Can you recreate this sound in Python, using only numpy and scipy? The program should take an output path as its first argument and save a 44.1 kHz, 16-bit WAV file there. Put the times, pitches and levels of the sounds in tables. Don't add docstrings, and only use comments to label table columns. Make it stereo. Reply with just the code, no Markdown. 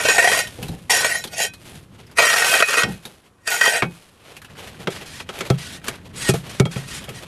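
import sys
import numpy as np
from scipy import signal
from scipy.fft import rfft, irfft, next_fast_len
from scipy.io import wavfile
from scipy.ndimage import map_coordinates

SR = 44100
rng = np.random.default_rng(int(sys.argv[2]) if len(sys.argv) > 2 else 0)


def persist_wave(psi):
    counts = np.round(np.clip(psi, -1, 1) * 32767).astype(np.int16)
    wavfile.write(sys.argv[1], SR, np.atleast_2d(counts).T)


N = 320607
TIME = np.arange(N) / SR
PADDED = next_fast_len(N + SR // 2, real=True)
FREQS = np.arange(PADDED // 2 + 1) * SR / PADDED

# start_s, end_s, attack_s, release_s, grate_db, crunch_db, swell_db_per_s
STROKES = [(0.066, 0.393, 0.36, 0.11, -20, -20.5, -1), (0.9, 1.17, 0.0043, 0.12, -22, -22, -51),
           (1.332, 1.337, 0.04, .04, -25.5, -33.5, -13), (1.382, 1.459, 0.039, 0.041, -22, -22, -40),
           (2.177, 2.613, 0.019, 0.025, -16.5, -21.5, 3.5), (2.697, 2.825, .15, 0.014, -17.5, -24.5, 24),
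           (3.476, 3.556, 0.021, 0.14, -21.5, -26.5, 2), (3.656, 3.794, 0.16, 0.052, -19, -26.5, -48)]
# time_s, level_db, t60_s
CATCHES = [(0.001, -10.5, 0.084), (0.052, -4.5, 0.095), (0.085, -1, 0.14), (0.145, -19, 0.081),
           (0.182, -1, 0.082), (0.226, -2, 0.023), (0.241, -5, 0.1), (0.273, 1, 0.037), (0.316, -2, 0.077),
           (0.372, -3.5, 0.02), (0.896, -5, 0.028), (1.045, -0.5, 0.046), (1.401, -5.5, 0.049),
           (2.185, -1.5, 0.18), (2.22, -5, .15), (2.252, -7, 0.031), (2.363, -5.5, 0.082),
           (2.445, -4, 0.068), (2.603, 0, 0.034), (2.624, 5, 0.025), (2.772, -6, 0.25), (2.833, -1, 0.028),
           (3.611, -0.5, 0.046), (3.821, -9, 0.019)]
# time_s, level_db
LIFTS = [(1.46, -9.5), (2.837, -37), (2.92, -16), (3.821, -8.5)]
# time_s, body_db, bite_db (near the edge), ring_db
STANCE = [(.15, -1.5, -30, 5.5), (.38, -2.5, -20, -17), (1.1, -2.5, -35, -12), (1.45, -11, -23.5, -2.5),
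          (2.25, -9.5, -4.5, -1.5), (2.79, -8.5, -3.5, 9), (2.86, -10.5, -1, -11.5),
          (3.65, -10, -11.5, 2.5)]
# pitch_hz, width_hz, level_db
BLADE_MODES = [(473, 16, -16), (689, 61, -1.5), (932, 80, -6.5), (1445, 57, -1), (1500, 33, 1),
               (1875.4, 40, 9.5), (2167, 19, -2.5), (2292, 27, -0.5), (2500, 19.4, 3), (2720, 30, -6),
               (2760, 18, -6), (3130, 16, 1.5), (3410, 15, -12), (3960, 12, -0.5), (4300, 91, -13.5),
               (4645, 70, -8.5), (4860, 37, -10), (5440, 28, -3), (5740, 40, -3.5), (6350, 140, -12),
               (6885, 100, -6), (7600, 60, -12.5), (8160, 110, -7), (8520, 80, -9.5), (9400, 42, -15),
               (9570, 100, -17), (10170, 240, -10.5), (10900, 110, -23), (11350, 50, -16.5),
               (12100, 240, -17.5)]
# pitch_hz, width_hz, level_db
FREE_MODES = [(1543, 11, 0.5), (1839, 15, -10), (2513, 8, 6), (2530, 10, -9)]
# start_s, end_s, hiss_db, edge_db, swell_db_per_s
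SLIDES = [(4.905, 4.99, -37, -57, -40), (5.062, 5.216, -37.5, -52, 14), (5.585, 5.765, -34.5, -47, -11),
          (5.873, 5.883, -31.5, -45, 250), (6.161, 6.298, -28, -27.5, 105), (6.496, 6.59, -38, -56, -51),
          (6.716, 6.87, -39, -52, -69), (6.879, 6.983, -33, -35, 78), (7.146, 7.19, -39, -39.5, -25)]
# time_s, thump_db, clack_db, crack_db, crack_t60_s, bright_hz, low_clank_db, high_clank_db
CHOPS = [(2.834, -21, -30, -14.5, 0.04, 5800, -30, -41), (3.822, -20, -29.5, -6, 0.08, 1960, -17, -34),
         (4.872, -29, -18, -14, 0.048, 3240, -32, -31), (5.201, -52, -38.5, -23, 0.062, 3980, -50, -49),
         (5.29, -50, -29, -24.5, 0.089, 5000, -53, -51), (5.407, -50, -24, -18, 0.058, 6000, -28, -40),
         (5.501, -3, -15.5, -13.5, 0.037, 6050, -37, -28), (5.882, -32, -25, -17, 0.06, 11900, -34, -39),
         (6.288, -5.5, -13.5, -17.5, 0.066, 13000, -37, -31),
         (6.337, -11.5, -22.5, -27, 0.22, 11600, -45, -42), (6.598, -1.5, -13, -9.5, 0.03, 6960, -21, -44),
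         (6.654, -13, -23, -27, 0.067, 6200, -33, -26), (6.759, -15, -25, -25, .05, 3000, -52, -36),
         (7.081, -30, -28, -41, 0.03, 3500, -38, -39)]
# pitch_hz, t60_s, level_db
CLANK_MODES = [(2243, 0.12, -1), (3257, 0.12, 0)]
# pitch_hz, t60_s, level_db
TUB_MODES = [(88, 0.22, -35), (134.2, 0.2, 4), (163.5, 0.27, -5.5), (185, 0.18, -5), (372, 0.035, -3),
             (421, 0.033, -22)]
# pitch_hz, width_hz, level_db
PANEL_MODES = [(385, 40, 1), (688, 17, -4), (842, 6.5, -26), (1210, 43, -12), (1310, 18, -4)]
# time_s, thud_db, splat_db
LUMPS = [(0.585, -25, -31), (0.612, -28, -47), (0.627, -46, -33), (0.687, -23, -31.5), (0.732, -46, -35),
         (1.248, -51, -29.5), (1.713, -34.5, -37.5), (2.847, -21.5, -19.5), (2.884, -30, -29.5),
         (3.049, -46, -31.5), (3.826, -22.5, -16.5), (4.359, -53, -41), (4.509, -38, -62),
         (4.752, -41, -45), (4.792, -35, -41), (4.828, -52, -42)]
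# thickest_s, level_db, release_s
CRUMBS = [(0.49, -40.5, 0.28), (0.62, -37.5, 0.54), (1.68, -39.5, 0.14), (1.77, -41.5, 0.17),
          (2.93, -36, 0.11), (3.07, -44, 0.39), (3.95, -42, 0.44), (4.37, -67, .1)]
# time_s, level_db, pitch_hz
CHIPS = [(0.471, -28, 3100), (0.627, -25.5, 2750), (0.683, -31, 3930), (1.239, -21.5, 3430),
         (1.273, -34, 4200), (1.536, -33.5, 4030), (2.066, -46, 5000), (2.113, -43, 1090),
         (3.052, -27.5, 3700), (4.366, -33, 2500), (4.417, -36, 1570), (4.446, -39, 2670),
         (4.673, -36, 2000), (4.743, -62, 2410), (5.388, -27.5, 2440), (5.842, -30, 1430),
         (7.04, -32, 3050), (7.09, -28.5, 2480)]
# middle_s, half_length_s, level_db
SWISHES = [(2.063, .16, -47.5), (3.26, 0.028, -51.5), (4.28, 0.09, -45.5), (4.66, 0.21, -39.5),
           (4.978, 0.091, -36.5), (5.417, 0.12, -35), (5.705, 0.2, -48), (5.908, 0.076, -36.5),
           (6.15, 0.16, -46), (6.512, 0.11, -39.5), (6.8, 0.078, -40.5), (7.167, 0.32, -41.5)]
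# time_s, level_db
HANDLING = [(0, -40.5), (0.85, -43), (1.5, -46.5), (2.1, -45), (3.3, -72), (4.2, -57), (4.65, -43),
            (5.4, -42.5), (6.5, -39), (7.27, -40)]

# freq_hz, level_db
GRATING_SPECTRUM = [(30, -52.5), (120, -23), (330, -31), (410, -9), (800, -19.5), (1300, -22.5),
                    (2500, -12), (4000, -18.5), (8000, -16), (12200, -18), (14000, -33.5), (16000, -85.5)]
# freq_hz, level_db
SOFT_SNOW_SPECTRUM = [(100, -8), (400, -2), (950, -4.5), (1500, -2.5), (3000, 0), (5500, -2.5),
                      (9500, -3.5), (12500, -8), (15500, -43)]
# freq_hz, level_db
CRACK_SPECTRUM = [(300, -12), (1200, -3), (2400, -5), (3300, -4.5), (5000, -9), (9000, -6), (12000, -4),
                  (16000, -27)]
# freq_hz, level_db
WALL_SPECTRUM = [(60, -25.5), (200, 5), (280, -3.5), (380, -0.5), (500, 1.5), (620, -15), (800, -1.5),
                 (1100, -24.5), (2000, -40), (8000, -34)]
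# freq_hz, level_db
THUD_SPECTRUM = [(30, -16), (70, -3.5), (130, -0.5), (200, -4.5), (280, -9.5), (600, -22), (3000, -67)]
# freq_hz, level_db
CRUMB_SPECTRUM = [(200, 0.5), (500, 2.5), (1000, -4.5), (3200, -2), (5500, -8), (11000, -5), (13500, -11),
                  (16000, -36.5)]
# freq_hz, level_db
SLEEVE_SPECTRUM = [(100, -28.5), (400, 3.5), (900, -2), (1500, -6.5), (3000, -3), (5500, -12), (10500, -13),
                   (12500, -12.5), (15500, -54)]
# freq_hz, level_db
AIR_SPECTRUM = [(15, -20.5), (25, -8.5), (113, 1.5), (198, -4.5), (340, -4.5), (433, -5.5), (702, -11),
                (944, -12), (1050, -7.5), (2840, -30), (6040, -29), (11200, -28), (15500, -45)]
# freq_hz, level_db
SCATTER = [(100, -32), (400, -24), (900, -20), (1600, -13), (3000, -5), (6000, -3), (13000, -2.5)]
# freq_hz, weight_db
SHADOW = [(100, -20), (380, -28), (700, -1.5), (1300, 10), (2400, 6), (4400, -3), (8000, -3), (14000, -23)]
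# freq_hz, gain_db
TREBLE_BALANCE = [(3000, -0.5), (8000, -1.2), (11000, 2), (13000, 2.6)]

EDGE_DB = 30
STICK_DB, STICK_S = 4, 0.079
SLIDE_ATTACK_S, SLIDE_RELEASE_S = 0.017, 0.045
SNOW_DAMPING_HZ = 34.2
CRUMB_ATTACK_S = 0.23
ECHO_MS, ECHO_SWING_MS, ECHO_SWINGS_PER_S = 0.883, 0.363, 2.4
NEW_PATCH_S = 1.9
CUTOFF_HZ = 15650


def scraping():
    grate, crunch = sum(
        np.outer(from_db([grate_db, crunch_db]), effort(start_s, end_s, attack_s, release_s, swell))
        for start_s, end_s, attack_s, release_s, grate_db, crunch_db, swell in STROKES)

    judder = rms_one(slips(per_s=36, spread_db=3.0, t60_s=0.056) + 1.87)
    stutter = slips(per_s=110, spread_db=2.5, t60_s=0.027)
    low, high = (signal.butter(1, 3800, kind, fs=SR, output="sos") for kind in ("low", "high"))
    coarse_grains = grains(per_s=7000, spread_db=2.5) * rms_one(stutter + 1.6)
    coarse = signal.sosfilt(low, coarse_grains) * judder
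    fine_grains = grains(per_s=16000, spread_db=3.5) * rms_one(stutter + 2.8)
    fine = signal.sosfilt(high, fine_grains)

    jolts = bursts(*np.transpose(CATCHES), rise_s=0.00013)
    catches = from_db(3.5) * signal.sosfilt(low, jolts) + from_db(-9.5) * jolts
    rubbing = from_db(12.0) * grate * coarse + from_db(19) * crunch * fine
    force = stalling() * rubbing + catches

    body, bite, ring = gains(STANCE)
    pressed = body * resonate(force, hz=674, width_hz=236) + bite * resonate(force, hz=1378, width_hz=440)
    spring = from_db(8.5) * bursts(*np.transpose(LIFTS), t60_s=0.071, rise_s=0.0011)
    free = sum(from_db(db) * (ring * resonate(force, hz, width_hz) + resonate(spring, hz, width_hz))
               for hz, width_hz, db in FREE_MODES)
    grating = colour(force, GRATING_SPECTRUM, keep_power=False)
    return blade(force, damping=0.99) + pressed + free + grating


def stalling():
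    held = sum(effort(time_s - .002, time_s - .002, STICK_S, .002) for time_s, _, _ in CATCHES)
    return from_db(-STICK_DB * np.minimum(held, 1))


def blade(force, damping):
    ring = 0
    for k, (hz, width_hz, db) in enumerate(BLADE_MODES):
        share = flutter(per_s=15, depth_db=4.0)
        ring = ring + (-1) ** k * from_db(db) * resonate(force * share, hz, width_hz * damping)
    flex_s = .0016 * (flutter(per_s=9, depth_db=3) - 1)
    read_at = (TIME - flex_s) * SR
    return np.array([map_coordinates(channel, [read_at], order=3, mode="nearest") for channel in ring])


def sliding():
    rub, edge = sum(
        np.outer(from_db([hiss_db, edge_db]), effort(start_s, end_s, SLIDE_ATTACK_S, SLIDE_RELEASE_S, swell))
        for start_s, end_s, hiss_db, edge_db, swell in SLIDES)
    crystals = grains(per_s=14000, spread_db=1.5) * flutter(per_s=100, depth_db=2.0)
    hiss = colour(rub * crystals, SOFT_SNOW_SPECTRUM)
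    crust = resonate(edge * crystals, hz=8000, width_hz=3000)
    grit = from_db(9) * clods(rub, per_s=2000, low_hz=1174, high_hz=4770, cycles=14)
    ringing = blade(from_db(1.5) * hiss + from_db(21) * crust, damping=0.57)
    return wall_echo(from_db(-1.15) * hiss + grit, db=-11) + ringing


def wall_echo(x, db):
    swing_ms = ECHO_SWING_MS * np.sin(2 * np.pi * ECHO_SWINGS_PER_S * TIME)
    delay_s = (ECHO_MS + swing_ms) / 1000
    return x + from_db(db) * np.array([np.interp(TIME - delay_s, TIME, channel) for channel in x])


def chopping():
    time_s, thump_db, clack_db, crack_db, crack_t60_s, bright_hz, *clank_dbs = np.transpose(CHOPS)

    tub = strike(time_s + 0.00501, thump_db, TUB_MODES)
    boom = from_db(-6.5) * signal.sosfilt(signal.butter(2, 95, "high", fs=SR, output="sos"), tub)
    clank = sum(strike(time_s, levels_db, [mode]) for levels_db, mode in zip(clank_dbs, CLANK_MODES))

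    knock = bursts(time_s, clack_db, t60_s=0.091, rise_s=0.0019)
    panels = sum((-1) ** k * from_db(db) * resonate(knock, hz, width_hz + SNOW_DAMPING_HZ)
                 for k, (hz, width_hz, db) in enumerate(PANEL_MODES))
    clack = colour(knock, WALL_SPECTRUM) + from_db(20) * panels

    snap = bursts(time_s, crack_db, crack_t60_s, rise_s=.0003)
    pieces = np.split(snap, (time_s[1:] * SR).astype(int), axis=1)
    cushioned = []
    for hz, piece in zip(bright_hz, pieces):
        lowpass = signal.butter(2, min(hz, .45 * SR), fs=SR, output="sos")
        cushioned.append(signal.sosfilt(lowpass, piece + 1e-18))
    crack = from_db(2.5) * colour(np.hstack(cushioned), CRACK_SPECTRUM)

    centred = (boom + clank) * [[1], [0]]
    return centred + clack + crack


def strike(times_s, levels_db, modes):
    push, age_s = np.zeros(N), TIME[:SR // 2]
    push[np.round(times_s * SR).astype(int)] = from_db(levels_db)
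    ring = sum(from_db(db - 60 * age_s / t60_s) * np.sin(2 * np.pi * hz * age_s) for hz, t60_s, db in modes)
    return signal.fftconvolve(push, ring)[:N]


def falling_snow():
    time_s, thud_db, splat_db = np.transpose(LUMPS)
    thud = colour(bursts(time_s, thud_db, t60_s=0.32, rise_s=0.0048), THUD_SPECTRUM)
    hum = resonate(thud, hz=173, width_hz=24)
    splat = colour(bursts(time_s, splat_db, t60_s=0.16, rise_s=0.00072), WALL_SPECTRUM)
    lumps = from_db(-6.0) * thud + from_db(1) * hum + from_db(-2.0) * splat

    shower = sum(from_db(db) * effort(thickest_s, thickest_s, CRUMB_ATTACK_S, release_s)
                 for thickest_s, db, release_s in CRUMBS)
    crumbs = shower * grains(per_s=3000, spread_db=2.8) * flutter(per_s=90, depth_db=2)
    patter = colour(crumbs, CRUMB_SPECTRUM)
    pellets = clods(shower, per_s=250, low_hz=507, high_hz=5000, cycles=14)
    return lumps + from_db(-1.5) * patter + from_db(3.5) * pellets


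def ice_chips():
    time_s, click_db, pitch_hz = np.transpose(CHIPS)
    clicks = bursts(time_s, click_db, t60_s=0.088, rise_s=0.00037)
    out = from_db(-3.0) * colour(clicks, CRACK_SPECTRUM)
    for start, hz in zip((time_s * SR).astype(int), pitch_hz):
        span = slice(start, start + SR // 20)
        out[:, span] += from_db(9.5) * resonate(clicks[:, span], hz, width_hz=360)
    return out


def arm():
    rustle = sum(from_db(db) * np.exp(-np.minimum(((TIME - middle_s) / half_s) ** 2, 20))
                 for middle_s, half_s, db in SWISHES)
    handling, = gains(HANDLING)
    fibres = rustle * grains(per_s=2700, spread_db=0.0) * flutter(per_s=47, depth_db=5)
    cloth = colour(fibres, SLEEVE_SPECTRUM)
    folds = rustle * slips(per_s=24, spread_db=0, t60_s=0.095) * rng.standard_normal((2, N))
    creases = resonate(folds, hz=1600, width_hz=750)
    rumble = colour(handling * rng.standard_normal((2, N)), THUD_SPECTRUM)
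    return from_db(-1.5) * cloth + from_db(2) * creases + from_db(-1.5) * rumble


def air():
    return from_db(-56.5) * colour(rng.standard_normal((2, N)), AIR_SPECTRUM)


def effort(start_s, end_s, attack_s, release_s, swell_db_per_s=0):
    held_db = swell_db_per_s * (np.clip(TIME, start_s, end_s) - (start_s + end_s) / 2)
    before = np.maximum(start_s - TIME, 0) / max(attack_s, .001)
    after = np.maximum(TIME - end_s, 0) / max(release_s, .001)
    return from_db(np.maximum(held_db - EDGE_DB * (before + after), -160))


def slips(per_s, spread_db, t60_s):
    gaps, sizes = rng.uniform(.3, 1.7, N // 100), rng.standard_normal(N // 100)
    at = (np.cumsum(gaps) * SR / per_s).astype(int)
    inside = at < N
    jolts = np.zeros(N)
    jolts[at[inside]] = from_db(spread_db * np.clip(sizes[inside], -2, 2))
    return rms_one(signal.lfilter([1], [1, -from_db(-60 / (t60_s * SR))], jolts + 1e-12))


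def grains(per_s, spread_db):
    born = rng.random(N) < per_s / SR
    sizes = from_db(spread_db * np.minimum(rng.exponential(1, N), 4))
    return rms_one(born * sizes * rng.choice([-1, 1], (2, N)))


def clods(amount, per_s, low_hz, high_hz, cycles):
    breaks = amount * grains(per_s, spread_db=3.0)
    dealt = rng.integers(0, 12, N)
    return sum(resonate(breaks * (dealt == k), hz, hz / cycles)
               for k, hz in enumerate(np.geomspace(low_hz, high_hz, 12)))


def bursts(times_s, levels_db, t60_s, rise_s):
    envelope, age_s = np.zeros(N + SR), TIME[:SR // 2]
    for time_s, db, decay_s in zip(times_s, levels_db, np.broadcast_to(t60_s, len(times_s))):
        start = max(round(time_s * SR), 0)
        decay = from_db(db - 60 * age_s / max(decay_s, .005))
        envelope[start:start + len(age_s)] += decay * (1 - np.exp(-age_s / rise_s))
    return envelope[:N] * rng.standard_normal((2, N))


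def flutter(per_s, depth_db):
    knots = rms_one(from_db(depth_db * np.clip(rng.standard_normal(N // 100), -2, 2)))
    return np.interp(TIME * per_s, np.arange(len(knots)), knots)


def resonate(x, hz, width_hz):
    r = np.exp(-np.pi * width_hz / SR)
    zeros = np.array([1, 0, -1]) * (1 - r * r) / 2
    poles = [1, -2 * r * np.cos(2 * np.pi * hz / SR), r * r]
    return signal.lfilter(zeros, poles, x + 1e-15)


def colour(x, points, keep_power=True):
    gain = gain_by_hz(points)
    if keep_power:
        gain = rms_one(gain)
    cepstrum = irfft(np.log(gain), PADDED)[:PADDED // 2]
    cepstrum[1:] *= 2
    return irfft(rfft(x, PADDED) * np.exp(rfft(cepstrum, PADDED)), PADDED)[..., :N]


def gain_by_hz(points):
    hz, db = np.transpose(points)
    return from_db(np.interp(np.log(FREQS + 1), np.log(hz), db))


def gains(rows):
    time_s, *columns_db = np.transpose(rows)
    return [from_db(np.interp(TIME, time_s, db)) for db in columns_db]


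def rms_one(x):
    return x / np.sqrt(np.mean(np.abs(x) ** 2) + 1e-20)


def from_db(db):
    return 10 ** (np.asarray(db) / 20)


def place(mid_side, pan_db, lag_ms):
    mid, side = rfft(mid_side, PADDED)
    ear = np.array([[1], [-1]])
    direct = mid * np.exp(-1j * np.pi * FREQS * lag_ms / 1000) ** ear
    scattered = ear * side * gain_by_hz(SCATTER)
    shade = from_db(pan_db / 2 * gain_by_hz(SHADOW)) ** ear
    return irfft((direct + scattered) * shade, PADDED)[:, :N]


def scene():
    scrape, moved = scraping(), TIME > NEW_PATCH_S
    ground = place(scrape * ~moved, pan_db=-1.56, lag_ms=0.029)
    ground = ground + place(scrape * moved, pan_db=-2.0, lag_ms=0.023)
    cooler = sliding() + chopping() + falling_snow() + ice_chips() + arm() + air()
    return ground + place(cooler, pan_db=-1.5, lag_ms=-0.03)


def record(dry):
    clipped = np.clip(colour(dry, TREBLE_BALANCE, keep_power=False), -.92, .92)
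    steep = signal.ellip(12, .1, 80, CUTOFF_HZ, fs=SR, output="sos")
    return signal.sosfilt(steep, clipped)


dry = scene()
out = record(dry)
persist_wave(out)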